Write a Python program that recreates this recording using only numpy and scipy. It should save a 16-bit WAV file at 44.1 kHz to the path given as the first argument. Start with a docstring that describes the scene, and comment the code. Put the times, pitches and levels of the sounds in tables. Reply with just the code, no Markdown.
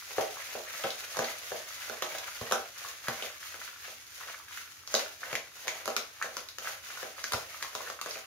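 """A spoon stirs soft, sugary dough in a hand-held plastic bowl, about three strokes a second.
Sugar grains crunch between spoon and wall, sticky dough tears and pops, and the wall rumbles under the
drag. The spoon knocks and snaps against the bowl, which rings and now and then bumps the counter.
A hard-walled kitchen answers every knock over a low hush; two small microphones listen from above."""
import sys
import numpy as np
from scipy import signal
from scipy.io import wavfile
from scipy.ndimage import uniform_filter1d

SR = 44100
rng = np.random.default_rng(int(sys.argv[2]) if len(sys.argv) > 2 else 0)


def file_out(sig):
    """Save sig as 16-bit WAV at sys.argv[1]."""
    # one column per channel
    cols = np.atleast_2d(sig).T
    # limit, then scale
    lim = np.clip(cols, -1, 1)
    pcm = np.round(lim * 32767).astype(np.int16)
    wavfile.write(sys.argv[1], SR, pcm)


N = 364244


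# The spoon's strokes through the dough.
# Each row: start in seconds, length in seconds, crunch level in dB, drag level in dB.
STROKES = [(0.054, 0.16, -43, -43.5), (0.306, 0.23, -44, -55), (0.655, 0.22, -41, -47.5),
           (0.963, 0.069, -46, -53), (1.075, 0.23, -41.5, -46.5), (1.408, 0.16, -43.5, -48.5),
           (1.66, 0.26, -42.5, -54), (2.021, 0.15, -43, -44.5), (2.2, 0.34, -44, -53.5),
           (2.746, 0.15, -42.5, -53), (3.009, 0.24, -43, -50.5), (3.388, 0.11, -44, -57),
           (3.58, 0.056, -44.5, -55), (3.79, 0.084, -45, -63), (4.105, 0.2, -46.5, -54.5),
           (4.475, 0.12, -45.5, -77), (4.884, 0.12, -39.5, -42), (5.185, 0.14, -45, -48),
           (5.53, 0.25, -45, -49.5), (5.835, 0.33, -54.5, -74), (6.168, 0.22, -49, -51.5),
           (6.606, 0.077, -40, -44), (6.814, 0.24, -43.5, -52.5), (7.155, 0.24, -44, -49),
           (7.468, 0.21, -45.5, -53), (7.71, 0.18, -44.5, -46.5), (8.029, 0.12, -42, -59)]

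def stirring(crunch_db=-0.38, sticky_db=-5.0, drag_db=-3, loose_db=-45, bind_db_per_s=1.4):
    """Each stroke swells crunch, crackle and drag as dough piles up between spoon and wall."""
    crunch_gain, sticky_gain, drag_gain = np.zeros((3, N))
    for start, length, grain_db, wall_db in STROKES:
        crunch_gain += amp(grain_db) * pressure(start, length, build_db=3.5, release_db_per_s=127)
        sticky_gain += amp(grain_db) * pressure(start, length, build_db=5.5, release_db_per_s=127)
        drag_gain += amp(wall_db) * pressure(start, length, build_db=11.5, release_db_per_s=187)
    # Loose sugar keeps rustling between strokes, less as the dough binds.
    loose = amp(loose_db - bind_db_per_s * np.arange(N) / SR)
    lumps = clumps(depth_db=3.0)
    return (amp(crunch_db) * np.hypot(crunch_gain, loose) * sugar_crunch()
            + amp(sticky_db) * np.hypot(sticky_gain, loose / 2) * sticky_crackle(lumps)
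            + amp(drag_db) * drag_gain * wall_drag(lumps))


def pressure(start, length, build_db, release_db_per_s, attack_s=0.036):
    """Envelope of one stroke: the spoon digs in, presses ever harder, and lifts."""
    t = np.arange(N) / SR - start
    to_go = np.clip(1 - t / length, 0, 1)
    lifted_s = np.maximum(t - length, 0)
    return np.clip(t / attack_s, 0, 1) * amp(-build_db * to_go - release_db_per_s * lifted_s)


def grains(per_s, spread_db, likeness):
    """A random train of tiny slips, uneven in strength."""
    sizes = amp(spread_db * np.minimum(rng.exponential(1, N), 4))
    slips = rng.random(N) < per_s / SR
    return pair(rng.standard_normal((2, N)), likeness) * sizes * slips


def clumps(depth_db, size=500):
    """A fluttering gain: the spoon catches and slips on lumps every hundredth of a second or so."""
    flutter = uniform_filter1d(uniform_filter1d(rng.standard_normal(N), size), size)
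    return amp(depth_db * unit(flutter))


# The bright tone of crushed sugar. Each row: frequency in Hz, gain in dB.
CRUNCH_EQ = [(500, -58), (900, -17.5), (1300, 0.5), (2000, 2), (3000, 1.5), (7000, 3), (11000, 4),
             (16000, -3.5)]

def sugar_crunch():
    """Crushed grains fizz under the spoon."""
    fizz = grains(per_s=7000, spread_db=1.9, likeness=0.077)
    return unit(colour(fizz * clumps(depth_db=1.5), CRUNCH_EQ))


# The midrange tone of tearing dough. Each row: frequency in Hz, gain in dB.
STICKY_EQ = [(600, -20.5), (1300, 1), (2300, 1), (12000, -27)]

def sticky_crackle(lumps):
    """Piled-up dough tears with a wet crackle."""
    tearing = unit(colour(grains(per_s=1800, spread_db=1.0, likeness=0.27), STICKY_EQ))
    return unit((tearing + squelches()) * lumps)


def squelches(per_s=300, low_hz=1150, high_hz=3000, squelch_db=-3, count=12):
    """Many tiny air pockets of all sizes pop as the sticky dough tears."""
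    pockets = sum(convolve(grains(per_s=per_s / count, spread_db=3.0, likeness=0.85), pop(hz))
                  for hz in np.geomspace(low_hz, high_hz, count))
    return amp(squelch_db) * unit(pockets)


# The hollow tone of the rubbed wall. Each row: frequency in Hz, gain in dB.
DRAG_EQ = [(80, -23), (320, -15), (560, 0.5), (850, -2.5), (1300, -14.5), (5000, -23)]

def wall_drag(lumps):
    """The wall of the bowl rumbles as the spoon presses along it."""
    friction = grains(per_s=1000, spread_db=-3.0, likeness=0.7)
    return unit(colour(friction * lumps, DRAG_EQ))


# The larger air pockets in the dough. Each row: start in seconds, level in dB, pitch in Hz.
AIR_POCKETS = [(0.37, -32.5, 1120), (3.072, -29, 1490), (3.263, -29, 2200), (3.429, -32, 1610),
               (3.5422, -31.5, 1580), (3.614, -32, 1390), (3.617, -32, 1750), (3.761, -40, 1420),
               (4.2867, -33, 1390), (4.3435, -31, 1420), (4.574, -28.5, 1550), (5.232, -24.5, 1510),
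               (5.3531, -16, 2090), (6.2144, -22.5, 1330), (6.2246, -18, 1690), (6.672, -23, 1480),
               (6.973, -29.5, 1340), (7.2408, -24.5, 1660), (7.3202, -26, 1490), (7.34, -23.5, 1340),
               (7.545, -34, 1240), (7.6259, -24.5, 1840), (7.647, -30.5, 1200), (7.8054, -29.5, 1080),
               (7.836, -40, 1900), (7.874, -31, 1520), (7.9003, -33, 1660), (7.99, -32.5, 1310),
               (8.1554, -30, 2350)]

def pops(pop_db=-1.5, tear_s=0.0098, tear_db=-11, count=3):
    """Large air pockets burst one by one; each tears open a few smaller, higher ones."""
    out = np.zeros((2, N))
    for start, db, hz in AIR_POCKETS:
        add(out, start, amp(db + pop_db) * pop(hz)[None])
        for delay, octaves in rng.random((count, 2)):
            add(out, start + tear_s * delay, amp(db + tear_db) * pop(hz * 2 ** octaves)[None])
    return out


def pop(hz, rise_cycles=1.27):
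    """An air pocket opens in the dough: a few cycles that swell and die at once."""
    cycles = hz * np.arange(SR // 100) / SR
    rise = cycles / rise_cycles
    return np.sin(2 * np.pi * cycles) * (rise * np.exp(1 - rise)) ** 2


# The knocks: mostly the spoon hitting the wall, softly through dough or hard and bare, and some the bowl
# knocking on the counter. # Each row: start in seconds, level in dB, hardness in dB.
BLOWS = [(0.1825, -32, -9), (0.2104, -41.5, 6.5), (0.552, -47, -12), (0.839, -38, 0),
         (0.8429, -37, -6.5), (0.905, -52, 12), (1.1696, -34, 1), (1.1909, -30, -2.5),
         (1.246, -51, 15), (1.5186, -39, -6), (1.8971, -38.5, 0), (1.929, -47, -3), (2.0226, -32, 2),
         (2.184, -50, 15), (2.413, -41.5, -5), (2.5119, -32.5, -0.5), (2.522, -25.5, 1),
         (3.0834, -32.5, 2.5), (3.2236, -44, -4.5), (3.5424, -49, 1), (3.8805, -51, -2),
         (4.5726, -51, 7), (4.8753, -49.5, 7), (4.9412, -31, -4), (4.9506, -38, 12),
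         (4.994, -45.5, 14), (5.3285, -36.5, -1), (5.353, -49.5, 18), (5.672, -39.5, 2),
         (5.68, -38, 8.5), (5.8566, -38.5, 5), (5.8774, -31.5, 0), (5.9018, -40, 0.5),
         (5.965, -30.5, 6.5), (6.2252, -45, 12.5), (6.244, -41.5, -2), (6.3684, -38.0, 4.5),
         (6.4877, -57.5, 15), (6.5844, -40.5, 5.5), (6.887, -51.5, 9), (7.0295, -40, -3),
         (7.2414, -41.5, 7), (7.3211, -34.5, 6.5), (7.3343, -31.5, 2), (7.6259, -41, 9),
         (7.751, -36.5, 4.5), (7.8055, -49, -3), (7.9002, -40.5, 3), (8.0134, -39.5, 8),
         (8.06, -38.5, -0.5), (8.089, -54, 0), (8.159, -46, -4)]
# The four layers of a knock: thump, hollow, clack, tick. Each row: low and high edge in Hz, chatter
# decay in seconds, chatter relative to the push, left-right likeness from 0 to 1, room send in dB,
# level in dB, dB gained per dB of hardness.
KNOCK_BANDS = [(147, 315, 0.0092, 1.2, 1, 1, -19.5, -0.65), (428, 802, 0.021, 0.48, 0.32, 3, -3, -1.0),
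               (970, 1525, 0.0012, 1.4, 0.83, -3, 1, 0.0),
               (1740, 12100, 0.0009, 8.3, 0.19, 1.06, -1.07, 1.0)]

def knocks(size=4096):
    """Each hit is a push and a short chatter of the bowl. Returns the direct sound and the room send."""
    t = np.arange(size) / SR
    direct, send = np.zeros((2, 2, N))
    hit_gain = np.sqrt(SR / 200 / size)  # the energy of 5 ms at rms 1
    for low_hz, high_hz, decay_s, chatter, likeness, room_db, band_db, per_hardness in KNOCK_BANDS:
        band = signal.butter(2, [low_hz, high_hz], "bandpass", fs=SR, output="sos")
        for start, db, hardness_db in BLOWS:
            force = pair(rng.standard_normal((2, size)), likeness) * np.sqrt(t) * np.exp(-t / decay_s)
            force *= chatter / np.linalg.norm(force[0])
            force[:, 0] += 1  # the clean push
            hit = hit_gain * unit(signal.sosfilt(band, force))
            hit *= amp(db + band_db + per_hardness * hardness_db)
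            add(direct, start, hit)
            add(send, start, amp(room_db) * hit)
    return direct, send


# The spoon's edge catches the wall. Each row: start in seconds, level in dB, pitch in Hz.
EDGE_SNAPS = [(0.8376, -23.5, 3000), (0.905, -22, 3970), (1.189, -20, 6540), (1.244, -23, 4140),
              (2.0228, -35, 2460), (2.0232, -21, 10500), (2.029, -24.5, 3460), (2.5223, -20, 1380),
              (2.5226, -14.5, 6700), (3.0825, -23, 1750), (3.2245, -22.5, 3160), (4.875, -25, 5600),
              (4.9412, -8.5, 6200), (4.9508, -10.5, 4350), (5.33, -25.5, 2260), (5.681, -20.5, 2220),
              (5.9656, -14, 6040), (6.3684, -21.5, 6000), (6.4872, -28.5, 4330), (7.2403, -20, 5600),
              (7.3344, -18, 4700), (8.11, -22.5, 5000)]

def snaps(log_width=0.18, size=1024):
    """Each snap is one clean push into a narrow band, set by the spot that is struck."""
    out = np.zeros((2, N))
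    for start, db, hz in EDGE_SNAPS:
        band = signal.butter(2, hz * np.exp([-log_width, log_width]), "bandpass", fs=SR, output="sos")
        snap = signal.sosfilt(band, signal.unit_impulse(size))
        add(out, start, amp(db) * snap[None] / abs(snap).max())
    return out


# Heavy hits push the bowl onto the counter. Each row: start in seconds, level in dB.
COUNTER_BUMPS = [(0.8443, -51), (1.192, -45), (2.415, -43.5), (3.0846, -42), (5.3289, -47), (7.341, -39.5)]

def bumps(thud_hz=130, swell_s=0.0021, size=4096):
    """The base of the bowl meets the counter with one dull thud."""
    t = np.arange(size) / SR
    thud = np.sin(2 * np.pi * thud_hz * t) * t / swell_s * np.exp(1 - t / swell_s)
    out = np.zeros((2, N))
    for start, db in COUNTER_BUMPS:
        add(out, start, amp(db) * thud[None])
    return out


# The plastic bowl's resonances. Each row: pitch in Hz, level in dB, seconds to fall by 60 dB.
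BOWL_MODES = [(237, 14.5, 0.22), (361.4, 15.5, 0.17), (425, 12, 0.13), (463.6, 7, 0.21), (550, 5, 0.34),
              (587, 10.5, 0.11), (623, 10.5, 0.37), (657, 9.5, 0.24), (785, 10.5, 0.3)]

def bowl_ring(shake, ring_db=-56, coat_db_per_s=0.5):
    """The bowl sings on after whatever shakes it, ever more softly as dough coats the wall."""
    t = np.arange(SR // 2) / SR
    modes = sum(amp(db) * 1000 ** (-t / t60) * np.sin(2 * np.pi * hz * t + rng.normal(0, .5, (2, 1)))
                for hz, db, t60 in BOWL_MODES)
    return amp(ring_db - coat_db_per_s * np.arange(N) / SR) * convolve(shake, modes)


# The kitchen's reverb time. Each row: frequency in Hz, seconds to fall by 60 dB.
KITCHEN_DECAY = [(150, 0.45), (400, 0.33), (1000, 0.36), (15000, 0.27)]

def kitchen_tail(onset_s=0.00087, likeness=0.81, alike_below_hz=1300):
    """Dense reflections off hard walls: each band dies at its own speed, and the bass stays centred."""
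    hz, t, bands = signal.stft(rng.standard_normal((2, SR * 3 // 4)), SR, nperseg=256)
    bands = pair(bands, (likeness / (1 + (hz / alike_below_hz) ** 2))[:, None])
    decay = amp(-60 * t / read(KITCHEN_DECAY, hz)[:, None])
    tail = signal.istft(bands * decay, SR, nperseg=256)[1]
    tail *= 1 - np.exp(-(np.arange(tail.shape[1]) / SR / onset_s) ** 2)
    return unit(tail) / np.sqrt(tail.shape[1])


def reverb(send, shifts_per_s=4.4, count=4):
    """Hands and bowl keep moving, so the reflections keep crossfading between several tails."""
    angle = np.pi * shifts_per_s * np.arange(N) / SR
    tails = sum(convolve(send * np.cos(angle + np.pi * k / count), kitchen_tail()) for k in range(count))
    return tails * np.sqrt(2 / count)


# The dark colour of the room tone. Each row: frequency in Hz, gain in dB.
HUSH_EQ = [(30, -3.5), (82, 7), (200, -6.5), (1500, -8.5), (16000, -42)]

def hush(hush_db=-66):
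    """The low, steady room tone of the kitchen."""
    noise = pair(rng.standard_normal((2, N)), likeness=0.67)
    return amp(hush_db) * unit(colour(noise, HUSH_EQ))


def amp(db):
    """Decibels to gain."""
    return 10 ** (np.asarray(db) / 20)


def unit(x):
    """Scales to rms 1."""
    return x / np.sqrt(np.mean(x ** 2) + 1e-20)


def read(curve, hz):
    """Reads a curve on a log-frequency axis."""
    curve_hz, values = np.transpose(curve)
    return np.interp(np.log(hz + 1), np.log(curve_hz + 1), values)


def add(mix, start_s, sound):
    """Lays a sound into the stereo mix."""
    part = mix[:, max(round(start_s * SR), 0):][:, :sound.shape[1]]
    part += sound[:, :part.shape[1]]


def convolve(x, response):
    """Filters along time and keeps the length."""
    return signal.oaconvolve(x, np.atleast_2d(response), axes=1)[:, :x.shape[1]]


def colour(x, curve, size=4096):
    """Minimum-phase EQ, so clicks keep their sharp front."""
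    log_gain = np.log(amp(read(curve, abs(np.fft.fftfreq(size, 1 / SR)))))
    spectrum = np.exp(np.conj(signal.hilbert(log_gain)))
    return convolve(x, np.fft.ifft(spectrum).real[:size // 2])


def pair(x, likeness):
    """Makes two unrelated channels partly alike."""
    return np.sqrt((1 + likeness) / 2) * x[0] + np.sqrt((1 - likeness) / 2) * np.array([x[1], -x[1]])


def scene(dough_room_db=-3, damping_db=-18.0, shake_db=5):
    """Stirring, pops, knocks, snaps and bumps share one bowl and one room."""
    hits, hit_send = knocks()
    clicks, thuds = snaps(), bumps()
    dough = stirring() + pops()
    # A pressing spoon damps the wall, so the dough barely rings it.
    bowl = bowl_ring(hits + clicks + amp(shake_db) * thuds + amp(damping_db) * dough)
    room = reverb(hit_send + clicks + thuds + amp(dough_room_db) * dough)
    return dough + hits + clicks + thuds + bowl + room + hush()


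# The colour of the microphones over the counter. Each row: frequency in Hz, gain in dB.
MIC_EQ = [(25, -15), (75, 0.5), (130, -1), (192, -5.5), (235, 2), (5800, 0.5), (6700, 3), (7300, -8.5),
          (8300, -10), (11500, -4.5), (15500, -3)]

def record(dry, right_lag_samples=3, cutoff_hz=15750):
    """Sound reaches the right microphone slightly later; both colour it and cut the very top."""
    mics = np.array([dry[0], np.pad(dry[1], (right_lag_samples, 0))[:N]])
    lowpass = signal.firwin(511, cutoff_hz, window=("kaiser", 9), fs=SR)
    return signal.oaconvolve(colour(mics, MIC_EQ), lowpass[None], "same", axes=1)


dry = scene()
out = record(dry)
file_out(out)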